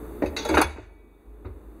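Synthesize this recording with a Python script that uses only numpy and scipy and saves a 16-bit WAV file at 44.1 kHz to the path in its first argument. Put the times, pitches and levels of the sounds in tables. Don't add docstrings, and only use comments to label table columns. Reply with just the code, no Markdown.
import sys
import numpy as np
from scipy import signal
from scipy.io import wavfile
from scipy.ndimage import uniform_filter1d

SR = 44100
rng = np.random.default_rng(int(sys.argv[2]) if len(sys.argv) > 2 else 0)


def linear_from_db(decibels):
    return 10 ** (np.asarray(decibels, float) / 20)


def wav_out(sig):
    wavfile.write(sys.argv[1], SR, np.round(np.clip(np.atleast_2d(sig).T, -1, 1) * 32767).astype(np.int16))


N = 79380

BODY_TOP_HZ = 6640


def level(x, db):
    return x * linear_from_db(db) / np.sqrt(np.mean(x ** 2))


def band(x, hz, width_hz):
    return signal.lfilter(*signal.iirpeak(hz, hz / width_hz, SR), x)


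def noise_band(hz, width_hz):
    return band(rng.standard_normal(N), hz, width_hz)


def after(t, start):
    return np.clip(t - start, 0, None)


def decay(t, t60):
    return 1000 ** (-t / t60)


def sine(t, hz):
    return np.sin(2 * np.pi * hz * t)


def ring(x, hz, t60):
    pole = np.exp((2j * np.pi * hz - np.log(1000) / t60) / SR)
    return signal.lfilter([1], [1, -pole], x).imag


def tail(t60, hz, width_hz):
    t = np.arange(SR) / SR
    noise = band(rng.standard_normal(SR), hz, width_hz) * decay(t, t60)
    return noise / np.sqrt(np.sum(noise ** 2))


def walk(rate):
    k = int(SR / rate)
    steps = np.repeat(rng.standard_normal(N // k + 1), k)
    wander = uniform_filter1d(uniform_filter1d(steps, k), k)[:N]
    return wander / wander.std()


# (time [s], level [dB])
GAIN = [
    (0, 0),
    (.36, -1.5),
    (.44, 0.5),
    (.56, 6),
    (.62, -5.5),
    (.8, -24.5),
    (.94, -20.5),
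    (1.8, -11),
]


def gain_db(t):
    return np.interp(t, *np.array(GAIN).T)


# (time [s], pitch [Hz], level [dB])
DRONE = [(0, 59.8, -42), (0.121, 58.36, -41.5), (0.188, 58.1, -45), (.26, 55.35, -43), (.35, 52.5, -53),
         (.46, 57.55, -42), (0.599, 54.9, -44), (.66, 50.8, -45), (0.951, 49.8, -50.5),
         (1.11, 50.66, -55.5), (1.16, 49.8, -54), (1.238, 51.2, -67), (1.28, 51.2, -42), (1.4, 51.2, -46.5),
         (1.568, 51.7, -43.5), (1.62, 52.8, -53), (1.687, 51.1, -42), (1.8, 49.7, -55)]


def drone(t):
    s, hz, db = np.array(DRONE).T
    pitch = np.interp(t, s, hz) * (1 + 0.028 * walk(5))
    phase = 2 * np.pi * np.cumsum(pitch) / SR
    loudness_db = np.interp(t, s, db) - gain_db(t) + 1.0 * walk(51)
    return np.sqrt(2) * linear_from_db(loudness_db) * np.sin(phase)


AIR_DB = -37.5
HISS_DB, HISS_HZ, HISS_WIDTH_HZ = -59, 12700, 7400
# (pitch [Hz], level [dB per Hz])
AIR = [(47, -42), (80, -2.5), (145, -11.5), (299, 2), (687, -20), (917, -10), (2480, -40), (3190, -46),
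       (6000, -56.5), (7800, -77), (13200, -120)]
# (pitch [Hz], width [Hz], level [dB])
AIR_LINES = [(310.1, 23, -43), (352, 9.6, -50), (425.2, 21, -44.5), (223, 25, -56.5), (3465, 500, -62)]


def air():
    hz, db = np.array(AIR).T
    tone, swell = 0, walk(3.7)
    for f in 100 * 2 ** np.arange(0, 6.1, .5):
        colour_db = np.interp(np.log(f), np.log(hz), db) + 1.0 * swell + 0.5 * walk(2.9)
        tone = tone + linear_from_db(colour_db) * band(noise_band(f, f / 2), f, f / 2)
    lines = sum(level(noise_band(f, width), d) for f, width, d in AIR_LINES)
    hiss = level(noise_band(HISS_HZ, HISS_WIDTH_HZ), HISS_DB)
    return level(tone, AIR_DB - 5.0) + lines * linear_from_db(0.95 * swell) + hiss


def rumble():
    deep = noise_band(29.8, 30)
    upper = band(noise_band(97, 120), 97, 120)
    return level(deep + linear_from_db(-5) * upper, -50.5)


CHATTER_DB = 0
# (time [s], base level [dB], shell level [dB], rack level [dB], rattle time [ms])
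HITS = [(0.221, -21.5, -32, -46, 3.9), (0.236, -20.5, -44, -50.5, 4), (0.258, -38, -40.5, -41, 6.6),
        (.365, -46, -31, -24, 4.7), (.378, -34.5, -40.5, -27.5, 25), (.42, -38, -53, -36.5, 6),
        (0.449, -39, -34.5, -31, 4.9), (.488, -34, -26, -31, 5.1), (.494, -23.5, -42.5, -44, 6.1),
        (.509, -22.5, -39.5, -50, 22), (.523, -24, -45, -50, 3.6), (.541, -25, -21.5, -29.5, 4),
        (.549, -29, -36.5, -37, 8), (.571, -32, -9, -31.5, 5.5), (.579, -13.5, -21, -23.5, 17.5),
        (.604, -24.5, -18, -43, 10), (.616, -34.5, -17, -19.5, 2.9), (.622, -40, -24.5, -53, 6.6),
        (.76, -44, -41.5, -72.5, 17), (.782, -39.5, -51.5, -58.5, 4.9), (.791, -42, -57.5, -81, 2),
        (1.446, -40.5, -50.5, -76, 8.1), (1.462, -45.5, -62.5, -78, 3.3)]


def rattles():
    t = np.arange(4096) / SR
    out = np.zeros((len(HITS), N))
    for row, (s, _, _, _, rattle_ms) in zip(out, HITS):
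        noise, unevenness = rng.standard_normal((2, len(t)))
        burst = noise * linear_from_db(CHATTER_DB * unevenness) * np.exp(-t * 1000 / rattle_ms)
        burst[0] = 0.234 * np.sqrt(np.sum(burst ** 2))
        start = int(s * SR)
        row[start:start + len(t)] = burst / np.sqrt(np.sum(burst ** 2))
    return out


DETUNE = .012
SPREAD_DB = 2


def part(force, modes, hit_db, push_ms, clatter):
    t = np.arange(256) / SR
    push = t * np.exp(-t * 5000 / push_ms)
    push = push / push.sum()
    force = signal.fftconvolve(force * linear_from_db(hit_db)[:, None], push[None])[:, :N]
    share = linear_from_db(SPREAD_DB * rng.standard_normal((len(HITS), len(modes), 2)))
    tones = 0
    for m, (hz, db, t60) in enumerate(modes):
        for k in range(2):
            pitch = hz * (1 + DETUNE * (k - .5))
            tones = tones + linear_from_db(db - 3.0) * ring(share[:, m, k] @ force, pitch, t60)
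    hz, width_hz, db, t60 = clatter
    noise = 0
    for k in range(4):
        response = band(tail(t60, hz, width_hz), hz, width_hz)
        noise = noise + signal.fftconvolve(force[k::4].sum(axis=0), response)[:N]
    return tones + linear_from_db(db) * 20 * noise


BASE_PUSH_MS, SHELL_PUSH_MS, RACK_PUSH_MS = 1.11, 0.42, 0.11
# (pitch [Hz], level [dB], t60 [s])
BASE = [(312.3, -6, 0.17), (319, 0.5, 0.092), (369.5, 0, 0.099), (435, -6, 0.054), (475, -4, 0.097),
        (558.3, -5.5, 0.1), (605.6, -3.5, 0.11), (680, -10, 0.023)]
SHELL = [(815, -11, 0.077), (904.7, -6.5, 0.1), (964.7, -1.5, 0.07), (1120, -24, 0.39), (1234, -4.5, 0.1),
         (1365, -1.5, 0.079), (1445, -5.5, 0.14), (1490, -9, 0.038), (1720, -25, 0.092), (1871, -12, 0.04),
         (2070, -7, 0.22), (2249, -8, 0.29), (2183, -17.5, 0.24), (2508, -5.5, 0.18)]
RACK = [(3410, -9, 0.48), (3448, -7.5, 0.22), (3830, -12.5, 0.12), (3750, -14, 0.17), (4420, -18.5, .2),
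        (4630, -12, .15), (5230, -18, 0.11), (5900, -17.5, 0.18), (6390, -17.5, 0.25), (6530, -15.5, 0.17)]
# (centre [Hz], width [Hz], level [dB], t60 [s])
CLATTER = [
    (454, 1507, -2, 0.043),
    (1690, 3570, 5.5, .14),
    (4554, 3750, 8, 0.097),
]


def toaster_body():
    force, hits = rattles(), np.array(HITS)
    lift_db = -gain_db(hits[:, 0])
    base = part(force, BASE, hits[:, 1] + lift_db, BASE_PUSH_MS, CLATTER[0])
    shell = part(force, SHELL, hits[:, 2] + lift_db, SHELL_PUSH_MS, CLATTER[1])
    rack = part(force, RACK, hits[:, 3] + lift_db, RACK_PUSH_MS, CLATTER[2])
    low_pass = signal.butter(8, BODY_TOP_HZ, fs=SR, output="sos")
    return signal.sosfilt(low_pass, base + shell + rack)


FLEX_HZ = 73.25
# (time [s], level [dB], rise [s], t60 [s])
FLEX = [
    (0.224, -28, 0.028, 0.24),
    (0.258, -27.5, 0.014, 0.32),
    (0.501, -23, 0.063, 0.88),
    (0.645, -25, 0.016, .3),
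    (.7, -41, .03, 0.95),
    (1.446, -34.5, .015, 0.22),
    (1.489, -41, 0.019, 0.38),
]


def counter(t):
    out = 0
    for s, db, rise, t60 in FLEX:
        u = after(t, s)
        swell = (1 - np.exp(-u / rise)) * decay(u, t60)
        out = out + linear_from_db(db - gain_db(s + rise)) * 2 * swell * sine(u, FLEX_HZ)
    return out


# (time [s], pitch [Hz], level [dB], t60 [s])
PINGS = [(0.259, 2600, -38, 0.041), (.366, 2058, -35.5, 0.066), (.452, 597, -25.5, 0.075),
         (.452, 467, -27, 0.1), (.452, 831, -31, 0.077), (.62, 2277, -49.5, 1.6), (0.623, 2506, -51.5, 1.9),
         (.63, 355, -38, 0.36), (0.641, 229.5, -47, .5), (.488, 6410, -40.5, .12), (.49, 8000, -45, .06),
         (.549, 6280, -36, .06), (.575, 3840, -30.5, 0.11), (0.788, 102.6, -39, 0.19),
         (1.45, 94.3, -30, 0.17)]


def pings(t):
    out = 0
    for s, hz, db, t60 in PINGS:
        u = after(t, s)
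        shape = (1 - np.exp(-u * hz / 3)) * decay(u, t60)
        out = out + linear_from_db(db - gain_db(s) + 1.6 * walk(25)) * 2 * shape * sine(u, hz)
    return out


SNAP_HZ, SNAP_WIDTH_HZ, SNAP_TAIL_DB, SNAP_TAIL_S = 9900, 2800, -10, 0.1
SHIMMER_HZ, SHIMMER_WIDTH_HZ, SHIMMER_DB, SHIMMER_T60_S = 10050, 1400, -14, .55
# (time [s], level [dB], t60 [s])
SNAPS = [(.26, -50.5, .04), (0.368, -39.5, .06), (.449, -40.5, .06), (.488, -38.5, .05), (.549, -38, .09),
         (.559, -46, .04), (0.577, -32, 0.051), (0.593, -42.5, .05), (0.615, -22.5, .01),
         (0.618, -30.5, .05), (.628, -39.5, .04)]


def snaps():
    ticks, cracks = np.zeros(N), np.zeros(N + SR)
    for s, db, t60 in SNAPS:
        start = int(s * SR)
        ticks[start] = linear_from_db(db - gain_db(s)) * 10
        cracks[start:start + SR] += ticks[start] * tail(t60, SNAP_HZ, SNAP_WIDTH_HZ)
    after_ring = linear_from_db(SNAP_TAIL_DB) * 2 * tail(SNAP_TAIL_S, SNAP_HZ, SNAP_WIDTH_HZ / 2)
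    shimmer = tail(SHIMMER_T60_S, SHIMMER_HZ, SHIMMER_WIDTH_HZ)
    shimmer = linear_from_db(SHIMMER_DB) * 2 * band(shimmer, SHIMMER_HZ, SHIMMER_WIDTH_HZ)
    return cracks[:N] + signal.fftconvolve(ticks, after_ring + shimmer)[:N]


SCRAPE_HZ, SCRAPE_WIDTH_HZ, GRIT_DB = 1798, 5100, 1.5
# (time [s], level [dB])
SCRAPE = [
    (.36, -92.5),
    (.45, -44.5),
    (.53, -36),
    (.6, -31.5),
    (.64, -41),
    (.72, -47),
    (.8, -53.5),
    (.88, -64.5),
    (.96, -120),
]


def scrape(t):
    grit = rng.standard_normal(N)
    bumps = np.minimum(rng.exponential(size=N), 4)
    grit = grit * linear_from_db(GRIT_DB * bumps + 1.6 * walk(80))
    grit = band(band(grit, SCRAPE_HZ, SCRAPE_WIDTH_HZ), SCRAPE_HZ, SCRAPE_WIDTH_HZ)
    grit = signal.sosfilt(signal.butter(4, BODY_TOP_HZ, fs=SR, output="sos"), level(grit, 0))
    return grit * linear_from_db(np.interp(t, *np.array(SCRAPE).T) - gain_db(t))


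KNOCK_RISE_S = .002
KNOCK_S = [.364, .364, .366, .49, .55, .551, .571, .62, .62, .62, .63, .735, .785, 1.445, 1.447, 1.452,
           1.47]
# (level [dB], centre [Hz], width [Hz], t60 [s])
KNOCKS = [(-8, 4400, 1300, 0.39), (-11, 6300, 1000, .25), (-13.5, 730, 210, .15), (-18.5, 6900, 4000, .4),
          (-3, 120, 150, .3), (-16, 11000, 4000, .3), (5, 780, 250, 0.18), (-8, 3900, 1100, .8),
          (2, 540, 170, 0.42), (-15.5, 6300, 1300, 0.82), (-7.5, 140, 120, 0.35), (-20, 630, 750, .1),
          (-12, 360, 350, .1), (-15.5, 970, 1000, 0.19), (-26, 2300, 1050, .15), (-25.5, 3870, 900, .13),
          (-18, 230, 94, 0.17)]


def knocks():
    out = np.zeros(N + SR)
    rise = 1 - np.exp(-np.arange(SR) / SR / KNOCK_RISE_S)
    for s, (db, hz, width_hz, t60) in zip(KNOCK_S, KNOCKS):
        knock = band(rise * tail(t60, hz, width_hz), hz, width_hz)
        start = int(s * SR)
        out[start:start + SR] += linear_from_db(db - gain_db(s)) * band(knock, hz, width_hz)
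    return out[:N]


CLICK_S, LATCH_S, WIRE_WOBBLE_DB = .365, .617, 5
# (pitch [Hz], level [dB], t60 [s])
CLICK_WIRES = [(3260, -49.5, 0.27), (3628, -42.5, 0.2), (3930, -36, .3), (4410, -45.5, 0.29),
               (4660, -43, 0.23), (4750, -49.5, .25), (5840, -43.5, 0.31), (6130, -44, 0.095),
               (6464, -43, 0.32), (6640, -49, .2)]
LATCH_WIRES = [(1970, -57, 1.5), (3405, -57.5, 1.6), (3590, -57.5, 2.1), (3840, -56.5, 1.3),
               (4416, -60.5, .9), (6320, -64.5, .8), (6700, -62, 1.1), (9450, -65.5, 1), (9787, -65, 1.2),
               (10379, -63, 0.96)]


def wires(t):
    out = 0
    for s, modes in ((CLICK_S, CLICK_WIRES), (LATCH_S, LATCH_WIRES)):
        u = after(t, s)
        for hz, db, t60 in modes:
            loudness = linear_from_db(db - gain_db(s) + WIRE_WOBBLE_DB * walk(45))
            out = out + loudness * 2 * decay(u, t60) * sine(u, hz)
    return out


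TWANG_S, TWANG_RISE_S, TWANG_STOP_S, TWANG_T60_S = .368, 0.011, .455, 0.27
# (pitch [Hz], level [dB])
TWANG = [(301, -48.5), (447, -37.5), (672, -50), (889, -41), (1113, -48.5), (1314, -48), (1459, -52.5),
         (2266, -56)]


def twang(t):
    u = after(t, TWANG_S)
    damping = 1 + np.exp((t - TWANG_STOP_S) / 0.0046)
    shape = (1 - np.exp(-u / TWANG_RISE_S)) * decay(u, TWANG_T60_S) / damping
    return shape * sum(2 * linear_from_db(db + 2.0 * walk(84)) * sine(u, hz) for hz, db in TWANG)


ROOM_DB, ROOM_T60_S, ROOM_TREBLE_T60_S, ROOM_DELAY_S = -18.5, 0.71, .3, .006


def kitchen_echo(x):
    echo = tail(ROOM_T60_S, 690, 2200) + linear_from_db(-4) * tail(ROOM_TREBLE_T60_S, 3600, 5000)
    echo = np.concatenate([np.zeros(int(ROOM_DELAY_S * SR)), echo])
    return linear_from_db(ROOM_DB) * signal.fftconvolve(x, echo)[:N]


BODY_CUT_HZ = 255


def scene():
    t = np.arange(N) / SR
    high_pass = signal.butter(3, BODY_CUT_HZ, "high", fs=SR, output="sos")
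    near = signal.sosfilt(high_pass, toaster_body() + snaps())
    near = near + twang(t) + pings(t) + wires(t) + knocks() + scrape(t)
    return (near + kitchen_echo(near) + rumble() + counter(t) + drone(t) + air())[None]


def top_cut(x):
    return signal.sosfilt(signal.butter(12, 16320, fs=SR, output="sos"), x)


LIMIT = 0.92
TOP_HZ = 15680
# (pitch [Hz], width [Hz])
NOTCHES = [(3185, 1060), (4090, 350), (5140, 1640), (5660, 750), (7130, 550), (8190, 30)]


def record(dry):
    x = dry * linear_from_db(gain_db(np.arange(N) / SR))
    x = LIMIT * np.tanh(x / LIMIT)
    for hz, width_hz in NOTCHES:
        x = signal.lfilter(*signal.iirnotch(hz, hz / width_hz, SR), x)
    x = signal.sosfilt(signal.ellip(10, .2, 60, TOP_HZ, fs=SR, output="sos"), x)
    return top_cut(x)


dry = scene()
out = record(dry)
wav_out(out)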